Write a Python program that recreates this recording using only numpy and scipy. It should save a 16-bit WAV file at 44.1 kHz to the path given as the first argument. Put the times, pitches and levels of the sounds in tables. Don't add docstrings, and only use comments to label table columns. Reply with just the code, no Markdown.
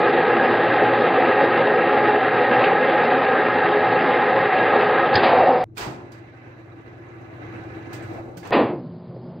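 import sys
import numpy as np
from scipy import signal
from scipy.fft import rfft, irfft, next_fast_len
from scipy.io import wavfile
from scipy.ndimage import uniform_filter1d

SR = 44100
rng = np.random.default_rng(int(sys.argv[2]) if len(sys.argv) > 2 else 0)


def gain_from_db(level_db):
    decades = np.asarray(level_db, float) / 20
    return 10 ** decades


def persist_wave(psi):
    counts = np.round(np.clip(psi, -1, 1) * 32767).astype(np.int16)
    wavfile.write(sys.argv[1], SR, np.atleast_2d(counts).T)


N = 414540

PART_STARTS_S = [0, 5.64116, 8.50775]
CUT_PRESSURE = [.025, -.1, -.07]

SHAFT_HZ = 29.84
CLOSE_DB = -18
BRAKE_S, RUN_DOWN_S = 5.153, .13
# frequency in Hz, level in dB per Hz.
GRIND_COLOUR = [(15, -84), (25, -56), (69, -34.5), (118, -16), (190, -15.5), (250, -11), (342, -9),
                (382, -8), (418, -4), (665, -7), (760, -3), (969, -12), (1260, -10.5), (1480, -13),
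                (1650, -9), (3830, -30.5), (5000, -41.5), (6500, -75), (11000, -120)]
# frequency in Hz, width in Hz, height in dB above the grind.
CASING_PEAKS = [(127, 49, 3), (172, 8, 4.5), (239, 23, 3), (267.4, 18, 6), (300, 12, 4), (312, 9.9, -5),
                (337, 20, 7), (351.2, 16, 5), (363, 13, 3), (382, 10, -2.5), (429.7, 12, 6), (438.4, 7, -6),
                (450, 9.1, 3), (462, 8, -3), (482.5, 20, 6), (500, 20, 6.5), (519, 7, -4), (530.2, 14, 10),
                (549.7, 14, 5.5), (600, 12, -3), (625, 16, 4.5), (640, 8, -2), (700, 20, -2), (737, 30, 5),
                (759, 20, 4), (784, 14, -6), (820, 10, -4), (860, 20, 2), (935, 26, 1.5), (955, 9.2, 2),
                (1035, 20, 4.5), (1070, 15, 1.5), (1290, 74, 1.5), (1460, 60, -2.5), (1573, 53, 3),
                (1660, 47, 1.5), (1850, 40, 2), (1888, 140, 4), (2210, 30, 1.5), (2270, 120, -3),
                (2456, 71, 3.5), (2709, 78, 7), (2820, 80, -3), (2960, 80, 1.5), (3767, 110, 6)]
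# time in seconds, level in dB about the mean.
DRUM_LOAD = [(0.0, 0.5), (.04, 0), (.2, 0), (1.2, 0.5), (2.3, -1), (2.55, 0.5), (3.4, -0.5), (4.1, 0),
             (4.55, -0.5), (4.8, 1.5), (5.01, .5), (5.13, -1.5), (5.165, 2.5), (5.205, 1.5), (5.222, 0),
             (5.235, 2.5), (5.33, 2.5), (5.57, 0.9), (5.635, -6)]
# multiple of shaft speed, level in dB rms.
GEAR_WHINE = [(14, -29), (26, -31.5), (27, -34), (28, -29.5), (42, -37), (43, -38.5), (55, -37), (56, -37),
              (57, -43), (62, -39.5), (70, -42)]
# frequency in Hz, level in dB rms.
MOTOR_HUM = [(119.3, -45.5), (172.3, -46)]
# time in seconds, level in dB, brightness in dB per octave,
# scale of the decay time, rise in seconds.
BRAKE_BLOWS = [
    (5.139, -43.5, 9.5, 0.06, 0.0015),
    (5.1525, -23.5, 4, .06, .0008),
    (5.156, -22.5, -1.5, 0.35, 0.0026),
    (5.179, -35, -2, .06, .001),
    (5.2255, -13.5, -9, .05, .0006),
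    (5.229, -12, -9.5, 0.71, 0.0045),
    (5.28, -22, -10, 0.87, 0.015),
]
# frequency in Hz, level in dB per Hz.
SHOE_COLOUR = [(300, -26), (1000, -12), (2500, -5), (3800, -2), (4700, 0), (5050, -5), (5150, -14)]
# frequency in Hz, time in seconds to fall by 60 dB.
SHOE_T60 = [(300, .4), (2000, 0.84), (5000, 0.53)]
# time in seconds,
# level in dB, brightness in dB per octave, # scale of the decay time, rise in seconds.
CABLE_RATTLES = [
    (.762, -30, 0, .15, .003),
    (2.626, -26, -2, .15, .003),
    (2.638, -21.5, 0, .25, .002),
    (3.125, -36, 2, .12, .002),
    (4.806, -25, 0, .2, .003),
    (4.84, -29, 0, .15, .002),
    (4.982, -31, 0, .12, .002),
    (5.154, -24, -2, .3, .001),
    (5.231, -30.5, 6, .55, .002),
]
# frequency in Hz, level in dB per Hz.
CABLE_COLOUR = [(1600, -21.5), (2100, -3), (2480, 0), (3000, -5.5), (3600, -16.5), (4900, -21)]
# time in seconds, peak in dB,
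# frequency in Hz, 60 dB decay in seconds.
SHOE_CRACKS = [(5.153, -14, 840, .04), (5.178, -13.5, 385, 0.15), (5.225, -10, 630, .012),
               (5.1533, -9.5, 4900, 0.015), (5.1536, -11, 4350, .014), (5.1552, -16, 5000, .02),
               (4.6, -20, 2400, .015), (5.154, -19, 1800, .07), (5.1545, -13, 1700, .012),
               (5.158, -12.5, 2100, .01), (5.14, -32, 4950, .015), (5.2356, -23, 3500, .03),
               (5.203, -10, 700, .02)]
# time in seconds, peak in dB, frequency in Hz, 60 dB decay in seconds.
FRAME_THUMP = [
    (5.151, -16.5, 112, .11),
    (5.16, -24, 92, .2),
]
# frequency in Hz, width in Hz, level in dB at the bite,
# 60 dB decay in seconds.
DRUM_MODES = [(1860, 30.4, -27.5, 1.7), (2100, 30, -35.5, 1.7), (2280, 40, -36.5, 2),
              (2730, 45, -36.5, 1.5), (3768, 40, -40, 1.2), (520, 40, -23, 3), (744, 28, -19, 3.2)]
DRAG_S, DRAG_RISE_S = 5.23, .08
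WARMING_HZ, WARMING_DB_PER_S = 330, -0.9
MESH_HZ, MESH_LOSS_DB_PER_S = 1600, 15
MOAN_HZ, MOAN_OCTAVES = 740, 0.64
CLOSE_MOAN_DB, CLOSE_MOAN_S = 5, .22
DULLING_DB_PER_S, DULL_HZ, DULL_OCTAVES = 30.5, 4200, 1.3
DECK_T60_S, DECK_DB = .4, -14
MONO_CUT_HZ, FRINGE_HZ, FRINGE_S = 5125, 5030, .028

FAR_DB = -45
FAR_ON_S, SPIN_UP_S, FAR_BRAKE_S = 5.775, .03, 8.06
FAR_MOAN_DB, FAR_MOAN_S = 6, .14
FAR_DULLING_DB_PER_S, FAR_DULLEST_S, FAR_DULL_HZ = 45, .2, 2200
# frequency in Hz, level in dB per Hz.
FAR_WINCH_COLOUR = [(15, -60), (25, -45), (41, -26), (70, -13), (113, -11.5), (133, -13), (148, -20.5),
                    (333, -9), (361, -13), (789, -20), (927, -24.5), (1720, -26.5), (3980, -47),
                    (4940, -50), (5960, -51.5), (15700, -68)]
# frequency in Hz, width in Hz, height in dB above the noise.
FAR_ROOM_PEAKS = [(119, 39, 3.5), (338, 49, 7.5), (772, 60, 5), (1180, 40, 1), (1280, 40, 2.5),
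                  (1530, 80, 4.5), (1690, 35, 4), (2033, 93, 9), (2350, 280, 7), (2606, 50, 10.5),
                  (2770, 55, 9), (3010, 50, 1), (3520, 50, -1), (3700, 79, 3.5), (3880, 110, 6.5),
                  (4000, 240, 7), (4450, 90, 5), (6020, 140, 8), (13650, 4100, 4.5), (9800, 1500, -7)]
# time in seconds, level in dB.
FAR_HAUL = [
    (5.65, -1),
    (5.68, 0.5),
    (6.1, -2),
    (6.75, -1),
    (7.1, 0),
    (7.6, 6),
    (7.85, 5.5),
    (8.03, 7.5),
    (8.2, 7),
    (8.5, 0),
]
# frequency in Hz, change in dB.
MOTOR_OFF_LOSS = [(150, 2), (600, -12), (2300, -26), (4000, -20), (9000, -12)]
# frequency in Hz, level in dB rms.
FAR_HUM = [(101.4, -50), (119.8, -46), (147.5, -57), (172.3, -62), (331, -56)]
# multiple of shaft speed, level in dB rms.
FAR_GEAR_WHINE = [(26, -77), (35, -72), (39, -72), (43, -72), (52, -76), (56, -73), (57, -66.5)]
# time in seconds, peak in dB, frequency in Hz, 60 dB decay in seconds.
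DECK_THUDS = [
    (5.81, -42, 58, .5),
    (5.87, -28, 127, .2),
    (8.365, -35.5, 172, 0.32),
]
# time in seconds, level in dB, brightness in dB per octave,
# scale of the decay time, rise in seconds.
CLACK_BLOWS = [(5.748, -62, 2.5, 0.54, .01), (5.758, -54, 0.5, .5, .003), (5.7665, -47, 2, .4, .001),
               (5.771, -39, 2.5, .3, .001), (5.7785, -35.5, 5, .08, .0005), (5.779, -33, 2, 0.85, 0.002),
               (5.8, -31, 1, 1.14, 0.014), (5.86, -44, -8, 0.76, 0.0075), (6.118, -52, 2, 0.68, .001),
               (6.175, -55, 0.5, .4, .003), (6.275, -68, -3.5, .4, 0.0027), (7.928, -49, 3.5, .3, 0.00097),
               (7.931, -45.5, 3.5, 0.71, 0.001), (8.02, -60.5, 3.5, 2.6, .004),
               (8.13, -55, 3.5, .5, 0.0089), (8.37, -53.5, 6, 0.57, 0.001), (8.428, -42, -1, .8, 0.0043),
               (8.449, -38, -2, 1.1, .004), (8.474, -62, 9.5, 0.05, 0.00043), (8.478, -70, 7.5, 0.46, .003)]
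# frequency in Hz, level in dB per Hz.
STEEL_COLOUR = [(59, -50), (100, -18), (129, -12), (364, 1.5), (489, -6.5), (866, -2.5), (1270, -7.5),
                (2720, -12.5), (8520, -24.5), (10300, -36.5), (15700, -29.5)]
# frequency in Hz, time in seconds to fall by 60 dB.
STEEL_T60 = [(100, 0.98), (500, 1), (2000, 0.4), (6000, 0.36), (15000, 0.27)]
# frequency in Hz, width in Hz, level in dB.
HOOK_MODES = [(1690, 42, -11), (2000, 110, -4), (2630, 160, -12), (4690, 180, -5), (6570, 34, -14),
              (8030, 43, -25)]
# time in seconds, peak in dB, frequency in Hz, 60 dB decay in seconds.
STEEL_PINGS = [(6.118, -66, 11250, .15), (6.12, -59, 4740, .22), (6.119, -60, 5050, .15),
               (6.119, -60, 6600, .1), (6.12, -60, 4100, .1), (7.085, -65, 6500, .06),
               (6.119, -58, 5900, .08), (8.024, -57, 7900, .1), (8.375, -58, 4690, .2),
               (8.429, -44, 1700, 0.1), (8.428, -43, 2100, .06), (8.452, -50, 2600, .08),
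               (8.42, -58, 4750, .08), (8.45, -40, 1800, 0.04), (8.374, -46, 1500, .08),
               (7.925, -44, 1680, .15), (7.93, -46, 1400, .12), (8.45, -58, 6050, .15),
               (5.7715, -31, 2450, .03), (8.37, -56, 8600, .04), (8.395, -56, 4750, .06),
               (8.4739, -50, 15000, .012), (8.4745, -48.5, 12800, .012)]
# time in seconds, peak in dB, frequency in Hz.
CHAIN_SHIVERS = [(6.2752, -43, 1980), (6.3425, -45, 1490), (6.4153, -42, 1670), (6.5106, -41, 1660),
                 (6.788, -46, 1670), (6.9486, -45, 1690), (7.0853, -45, 1680), (7.1242, -47, 1500),
                 (7.2445, -45, 1990), (7.2899, -44, 1500), (7.4575, -36, 1680), (7.5912, -39, 1680),
                 (7.6969, -40, 1490), (7.7463, -37, 2020), (7.7917, -38, 1680), (7.892, -40, 1560)]
SHIVER_DB, SHIVER_T60_S, SHIVER_OCTAVES = -9, .2, .67
# frequency in Hz, likeness from -1 to 1.
EAR_LIKENESS = [(60, 0.88), (130, 0.92), (290, 0.68), (640, 0.48), (1410, -0.38), (3100, 0.13),
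                (6820, 0.094), (15000, -0.01)]
# frequency in Hz, left minus right in dB.
EAR_LEAN = [(60, -1.0), (110, 0.0), (200, 0.0), (380, 0.5), (700, 1.5), (1290, -1.0), (2380, -6.5),
            (4400, -14.5), (8120, -28), (15000, -25)]

# time in seconds, level in dB, brightness in dB per octave,
# scale of the decay time, rise in seconds.
CLUNK_BLOWS = [
    (8.507, -28, -1, 0.46, .0005),
    (8.514, -30, 1, .3, .003),
    (8.521, -12.5, 3, 0.83, 0.0047),
    (8.545, -14, -1.5, 0.64, 0.0075),
    (8.585, -14, -3.5, 0.36, 0.0069),
    (8.68, -28, -4.5, 1, 0.018),
    (9.162, -46, -6, 0.12, .002),
]
# frequency in Hz, level in dB per Hz.
LOAD_COLOUR = [(35, -72), (60, -46), (108, -22), (141, -31), (160, -14.5), (240, -5.5), (486, -4.5),
               (831, -4.5), (894, -12), (1040, -8), (1470, -18), (2470, -20.5), (4880, -38.5), (5150, -62),
               (6500, -90), (11000, -120)]
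# frequency in Hz, width in Hz, height in dB.
LOAD_PEAKS = [(242, 30, 3.5), (342, 50, 5), (479, 40, 3.5), (550, 40, 4), (700, 50, 2), (851, 50, 3),
              (1023, 50, 4), (1179, 50, 2), (1604, 60, 2), (1860, 90, 4.5), (2100, 60, 3), (2604, 80, 2.5),
              (2772, 60, 3), (3362, 80, 3), (4041, 100, 3)]
# frequency in Hz, time in seconds to fall by 60 dB.
LOAD_T60 = [(100, 0.89), (400, 0.76), (1500, 0.65), (5000, 0.46)]
# time in seconds, peak in dB, frequency in Hz, 60 dB decay in seconds.
BRACKET_RING = [
    (8.519, -22, 1850, .12),
    (8.524, -26, 1990, .1),
    (8.53, -26, 2500, .12),
    (8.525, -38, 4850, .15),
    (8.527, -38, 4000, .12),
]
# time in seconds, peak in dB, frequency in Hz, 60 dB decay in seconds.
CRADLE_BOUNCES = [(8.5078, -17, 450, .05), (8.757, -23, 330, .09), (8.785, -27, 300, .08),
                  (8.530, -9, 480, .02), (8.536, -6, 380, 0.025), (8.544, -10, 1010, .015),
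                  (8.5473, -3, 350, 0.039), (8.559, -10, 990, .015), (8.561, -9, 330, 0.027),
                  (8.566, -9, 900, .018), (8.577, -7, 450, 0.022), (8.579, -7, 750, .015),
                  (8.591, -5, 520, .025), (8.610, -9, 370, .022), (8.620, -12, 620, .016),
                  (8.626, -12, 260, .03), (8.643, -11, 330, .025), (8.652, -16, 700, .015),
                  (8.701, -18, 331, .08), (8.727, -17, 354, 0.1), (8.83, -29, 160, .12),
                  (9.163, -30, 520, 0.037)]
DAMPED_S, DAMPING_DB_PER_S = 8.7, 84
CLUNK_EVEN = .5
SHIP_DB = -37.5
# frequency in Hz, level in dB per Hz.
SHIP_COLOUR = [(15, -87), (25, -57), (85, -19), (132, -5), (240, -17.5), (313, -17), (357, -19),
               (391, -18.5), (622, -20), (777, -28.5), (927, -29), (1160, -36), (1500, -41.5),
               (2600, -49.5), (3600, -51.5), (5000, -49), (6500, -84), (11000, -120)]
# frequency in Hz, width in Hz, height in dB above the noise.
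DUCT_PEAKS = [(125, 22, 4), (141, 12, 1.5), (238, 22, 10.5), (645, 10, 9)]
# frequency in Hz, level in dB rms.
SHIP_HUM = [(172.3, -44), (360.5, -48.5)]


def close_winch(t):
    running = np.exp(-np.maximum(t - BRAKE_S, 0) / RUN_DOWN_S)
    speed_hz = SHAFT_HZ * (1 + .0016 * drift(t, 1.544)) * (.95 + .05 * running)
    turns = np.cumsum(speed_hz) / SR
    whine = tones(t, GEAR_WHINE, turns, flutter_db=4.5, rate=7.0)
    motor = tones(t, MOTOR_HUM, t, flutter_db=4.5, rate=5.0)
    return gear_grind(t, turns) + running * (whine + motor) + brake(t) + drum_ring(t) + cable_rattle(t)


def gear_grind(t, turns):
    slow = t[::16]
    load_db = np.interp(slow, *np.transpose(DRUM_LOAD))
    together = drift(slow, 11.0)
    age = np.maximum(slow - BRAKE_S, 0)

    def envelope(hz):
        warm_db = WARMING_DB_PER_S * (slow - 2.5) * bell(hz, WARMING_HZ, .76)
        stop_db = braking_db(age, hz, CLOSE_MOAN_DB, CLOSE_MOAN_S, DULLING_DB_PER_S, DULL_HZ)
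        stop_db -= MESH_LOSS_DB_PER_S * age * bell(hz, MESH_HZ, .23)
        chance_db = .72 * together + 1.37 * drift(slow, 7.4)
        return gain_from_db(CLOSE_DB + load_db + warm_db + stop_db + chance_db)
    return played(t, bands(deck(teeth(t, turns)), GRIND_COLOUR, CASING_PEAKS), envelope)


def teeth(t, turns):
    hits = rng.random(len(t)) < 4000 / SR
    strength = gain_from_db(2.5 * np.minimum(rng.exponential(1, len(t)), 4))
    grains = hits * strength * rng.choice([-1, 1], len(t))
    turn_throb = 1 + .05 * np.cos(2 * np.pi * turns) + .07 * np.cos(4 * np.pi * turns)
    tooth_throb = 1 + .15 * np.cos(28 * np.pi * turns)
    return turn_throb * tooth_throb * (rms_one(grains) + 1.25 * rng.standard_normal(len(t)))


def brake(t):
    shoes = bands(rng.standard_normal(len(t)), SHOE_COLOUR, [])
    slam = played(t, shoes, lambda hz: blows(BRAKE_BLOWS, SHOE_T60, t[::16], hz))
    return slam + pings(t, SHOE_CRACKS) + pings(t, FRAME_THUMP)


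def drum_ring(t):
    out, near = np.zeros(len(t)), t > DRAG_S
    age = t[near] - DRAG_S
    for hz, width_hz, db, t60 in DRUM_MODES:
        r = np.exp(-np.pi * width_hz / SR)
        resonator = [1, -2 * r * np.cos(2 * np.pi * hz / SR), r * r]
        rubbed = rms_one(signal.lfilter([1, 0, -1], resonator, rng.standard_normal(SR)))
        out[near] += gain_from_db(db - 60 * age / t60) * (1 - np.exp(-age / DRAG_RISE_S)) * rubbed[-len(age):]
    return out


def cable_rattle(t):
    cable = bands(rng.standard_normal(len(t)), CABLE_COLOUR, [])
    return played(t, cable, lambda hz: blows(CABLE_RATTLES, SHOE_T60, t[::16], hz))


def far_winch(t):
    slow = t[::16]
    haul_db, together = np.interp(slow, *np.transpose(FAR_HAUL)), drift(slow, 11.0)
    at_rest = np.exp(-np.maximum(slow - FAR_ON_S, 0) / SPIN_UP_S)
    braked = np.clip(slow - FAR_BRAKE_S, 0, FAR_DULLEST_S)

    def envelope(hz):
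        rest_db = at_rest * at_hz(MOTOR_OFF_LOSS, hz)
        stop_db = braking_db(braked, hz, FAR_MOAN_DB, FAR_MOAN_S, FAR_DULLING_DB_PER_S, FAR_DULL_HZ)
        return gain_from_db(FAR_DB + haul_db + rest_db + stop_db + together + 1.5 * drift(slow, 8.0))
    run = played(t, stereo_bands(t, FAR_WINCH_COLOUR, FAR_ROOM_PEAKS), envelope)
    hum_level = np.interp(t, slow, gain_from_db(haul_db - 1.5 - 20 * braked))
    hum = hum_level * tones(t, FAR_HUM, t, flutter_db=-.5, rate=3.0)
    powered = np.interp(t, slow, gain_from_db(haul_db) * (1 - at_rest) * np.exp(-braked / RUN_DOWN_S))
    whine = powered * tones(t, FAR_GEAR_WHINE, SHAFT_HZ * t, flutter_db=2.5, rate=5.0)
    return run + hum + whine + pings(t, DECK_THUDS) + clacks_and_hook(t)


def clacks_and_hook(t):
    slow = t[::16]
    peaks = [(hz, width, 4.5 + .14 * db) for hz, width, db in HOOK_MODES]
    steel = stereo_bands(t, STEEL_COLOUR, peaks)
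    out = played(t, steel, lambda hz: np.sqrt(blows(CLACK_BLOWS, STEEL_T60, slow, hz) ** 2 + shivers(slow, hz)))
    for s, db, hz, t60 in STEEL_PINGS:
        left_right = gain_from_db([[4 + at_hz(EAR_LEAN, hz)], [4]])
        out += left_right * ping(t, s, db, hz, t60)
    return out


def shivers(t, hz):
    power = np.zeros(len(t))
    for s, db, pitch in CHAIN_SHIVERS:
        level_db = db + SHIVER_DB - 60 * np.clip(t - s, 0, 1) / SHIVER_T60_S
        power += (t > s) * gain_from_db(2 * level_db) * bell(hz, pitch, SHIVER_OCTAVES)
    return power


def clunk(t):
    slow = t[::16]
    settled = np.maximum(slow - DAMPED_S, 0) * (slow < 9.1)
    struck = evened(bands(rng.standard_normal(len(t)), LOAD_COLOUR, LOAD_PEAKS), CLUNK_EVEN)

    def choked(hz):
        damping = gain_from_db(-DAMPING_DB_PER_S * settled * (hz / 1000) ** .4)
        return blows(CLUNK_BLOWS, LOAD_T60, slow, hz) * damping
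    return played(t, struck, choked) + pings(t, BRACKET_RING) + pings(t, CRADLE_BOUNCES)


def ship(t):
    air = bands(rng.standard_normal(len(t)), SHIP_COLOUR, DUCT_PEAKS)
    draught = played(t, air, lambda hz: gain_from_db(SHIP_DB + 1.5 * drift(t[::16], 5.0)))
    return draught + tones(t, SHIP_HUM, t, flutter_db=2.2, rate=4.0)


def braking_db(age, hz, moan_db, moan_s, dulling_db, dull_hz):
    moan = (age / moan_s * np.exp(1 - age / moan_s)) ** 2
    lost_db = dulling_db * age * bell(hz, dull_hz, DULL_OCTAVES)
    return moan_db * moan * bell(hz, MOAN_HZ, MOAN_OCTAVES) - lost_db


def blows(rows, t60s, t, hz):
    power = np.zeros(len(t))
    for s, db, tilt_db, scale, rise in rows:
        age = np.maximum(t - s, 0)
        decay = np.minimum(age / (scale * at_hz(t60s, hz)), 4)
        level = gain_from_db(db + tilt_db * np.log2(hz / 1000) - 60 * decay)
        power += (level * (1 - np.exp(-age / rise))) ** 2
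    return np.sqrt(power)


def ping(t, s, db, hz, t60):
    out, start = np.zeros(len(t)), np.searchsorted(t, s)
    age = t[start:start + int(2 * t60 * SR)] - s
    attack = 1 - np.exp(-age * np.minimum(.5 * hz + 300, 3000))
    out[start:start + len(age)] = gain_from_db(db - 60 * age / t60) * np.sin(2 * np.pi * hz * age) * attack
    return out


def pings(t, rows):
    return sum(ping(t, *row) for row in rows)


def tones(t, lines, cycles, flutter_db, rate):
    out = np.zeros(len(t))
    for multiple, db in lines:
        level = gain_from_db(db + 2.5 + flutter_db * drift(t, rate))
        out += level * np.sin(2 * np.pi * (multiple * cycles + rng.random()))
    return out


def bands(source, spectrum, peaks):
    length = source.shape[-1]
    size = next_fast_len(length)
    hz = np.maximum(np.arange(size // 2 + 1) * SR / size, 1)
    top_hz = spectrum[-1][0]
    lift_db = sum(db / (1 + (2 * (hz - f) / width) ** 2) for f, width, db in peaks)
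    shaped = rfft(source, size) * gain_from_db(at_hz(spectrum, hz) + lift_db) * (hz < top_hz)
    shaped = shaped / np.sqrt(2 * np.mean(np.sum(np.abs(shaped) ** 2, -1))) * size
    for centre in 25 * 2 ** np.arange(0, np.log2(top_hz / 25) + 1 / 3, 1 / 3):
        if centre < .7 * spectrum[0][0]:
            continue
        share = np.cos(np.pi / 2 * np.clip(3 * np.log2(hz / centre), -1, 1)) ** 2
        yield centre, irfft(shaped * share, size)[..., :length]


def stereo_bands(t, spectrum, peaks):
    for hz, mid_side in bands(rng.standard_normal((2, len(t))), spectrum, peaks):
        yield hz, pair(mid_side, hz)


def pair(mid_side, hz):
    alike = np.clip(at_hz(EAR_LIKENESS, hz), -.95, .99)
    left, right = gain_from_db(at_hz(EAR_LEAN, hz) * np.array([.5, -.5]))
    mid = np.sqrt((1 + alike) / 2) * mid_side[0]
    side = np.sqrt((1 - alike) / 2) * mid_side[1]
    norm = np.sqrt(left ** 2 + right ** 2 + 2 * alike * left * right) / 2
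    return np.array([left * (mid + side), right * (mid - side)]) / norm


def evened(split, share):
    for hz, x in split:
        power = uniform_filter1d(x ** 2, size=int(14 * SR / hz) + 1)
        yield hz, x * (np.mean(power) / (np.abs(power) + 1e-20)) ** (share / 2)


def played(t, split, envelope):
    return sum(np.interp(t, t[::16], envelope(hz)) * x for hz, x in split)


def deck(x):
    age = np.arange(SR // 2) / SR
    tail = rng.standard_normal(len(age)) * gain_from_db(-60 * age / DECK_T60_S)
    tail *= gain_from_db(DECK_DB) / np.sqrt(np.sum(tail ** 2))
    return (x + signal.fftconvolve(x, tail)[:len(x)]) / np.sqrt(1 + gain_from_db(2 * DECK_DB))


def narrow(x):
    low_pass = signal.ellip(14, .2, 95, MONO_CUT_HZ, fs=SR, output="sos")
    wide = signal.sosfilt(low_pass, np.tanh(x))
    high_pass = signal.ellip(8, .1, 50, FRINGE_HZ, "high", fs=SR, output="sos")
    fringe = signal.sosfiltfilt(high_pass, wide)
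    patch = round(FRINGE_S * SR)
    dropped = np.repeat(rng.random(len(x) // patch + 1) < .35, patch)[:len(x)]
    return np.tile(wide - uniform_filter1d(1. * dropped, size=400) * fringe, (2, 1))


def drift(t, rate):
    knots = signal.lfilter([1, 2, 1], [1], rng.standard_normal(int((t[-1] - t[0]) * 200) + 400))
    r = np.exp(-2 * np.pi * rate / 200)
    smooth = rms_one(signal.lfilter([1], [1, -r], knots)[300:])
    return np.interp((t - t[0]) * 200, np.arange(len(smooth)), smooth)


def bell(hz, centre_hz, octaves):
    return np.exp(-(np.log2(hz / centre_hz) / octaves) ** 2)


def at_hz(points, hz):
    table_hz, values = np.transpose(points)
    return np.interp(np.log(hz), np.log(table_hz), values)


def rms_one(x):
    return x / np.sqrt(np.mean(x ** 2) + 1e-20)


def scene():
    t = np.arange(N) / SR
    first, second = (round(s * SR) for s in PART_STARTS_S[1:])
    close = narrow(close_winch(t[:first]))
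    far = far_winch(t[first:second])
    last = narrow(clunk(t[second:]) + ship(t[second:]))
    close += (CUT_PRESSURE[0] - close[:, :1]) * np.exp(-t[:first] * 2500)
    close += (CUT_PRESSURE[1] - close[:, -1:]) * np.exp(-((t[:first] - t[first]) * 2500) ** 2)
    last += (CUT_PRESSURE[2] - last[:, :1]) * np.exp((t[second] - t[second:]) * 2500)
    out = np.concatenate([close, far, last], axis=1)
    out[:, [first, second - 1]] = (out[:, [first - 1, second - 2]] + out[:, [first + 1, second]]) / 2
    return out


def band_limit(x):
    return signal.sosfilt(signal.butter(12, 15890, fs=SR, output="sos"), x)


def record(dry):
    fade = np.minimum(np.arange(N)[::-1] / 200, 1)
    return band_limit(dry * fade)


dry = scene()
out = record(dry)
persist_wave(out)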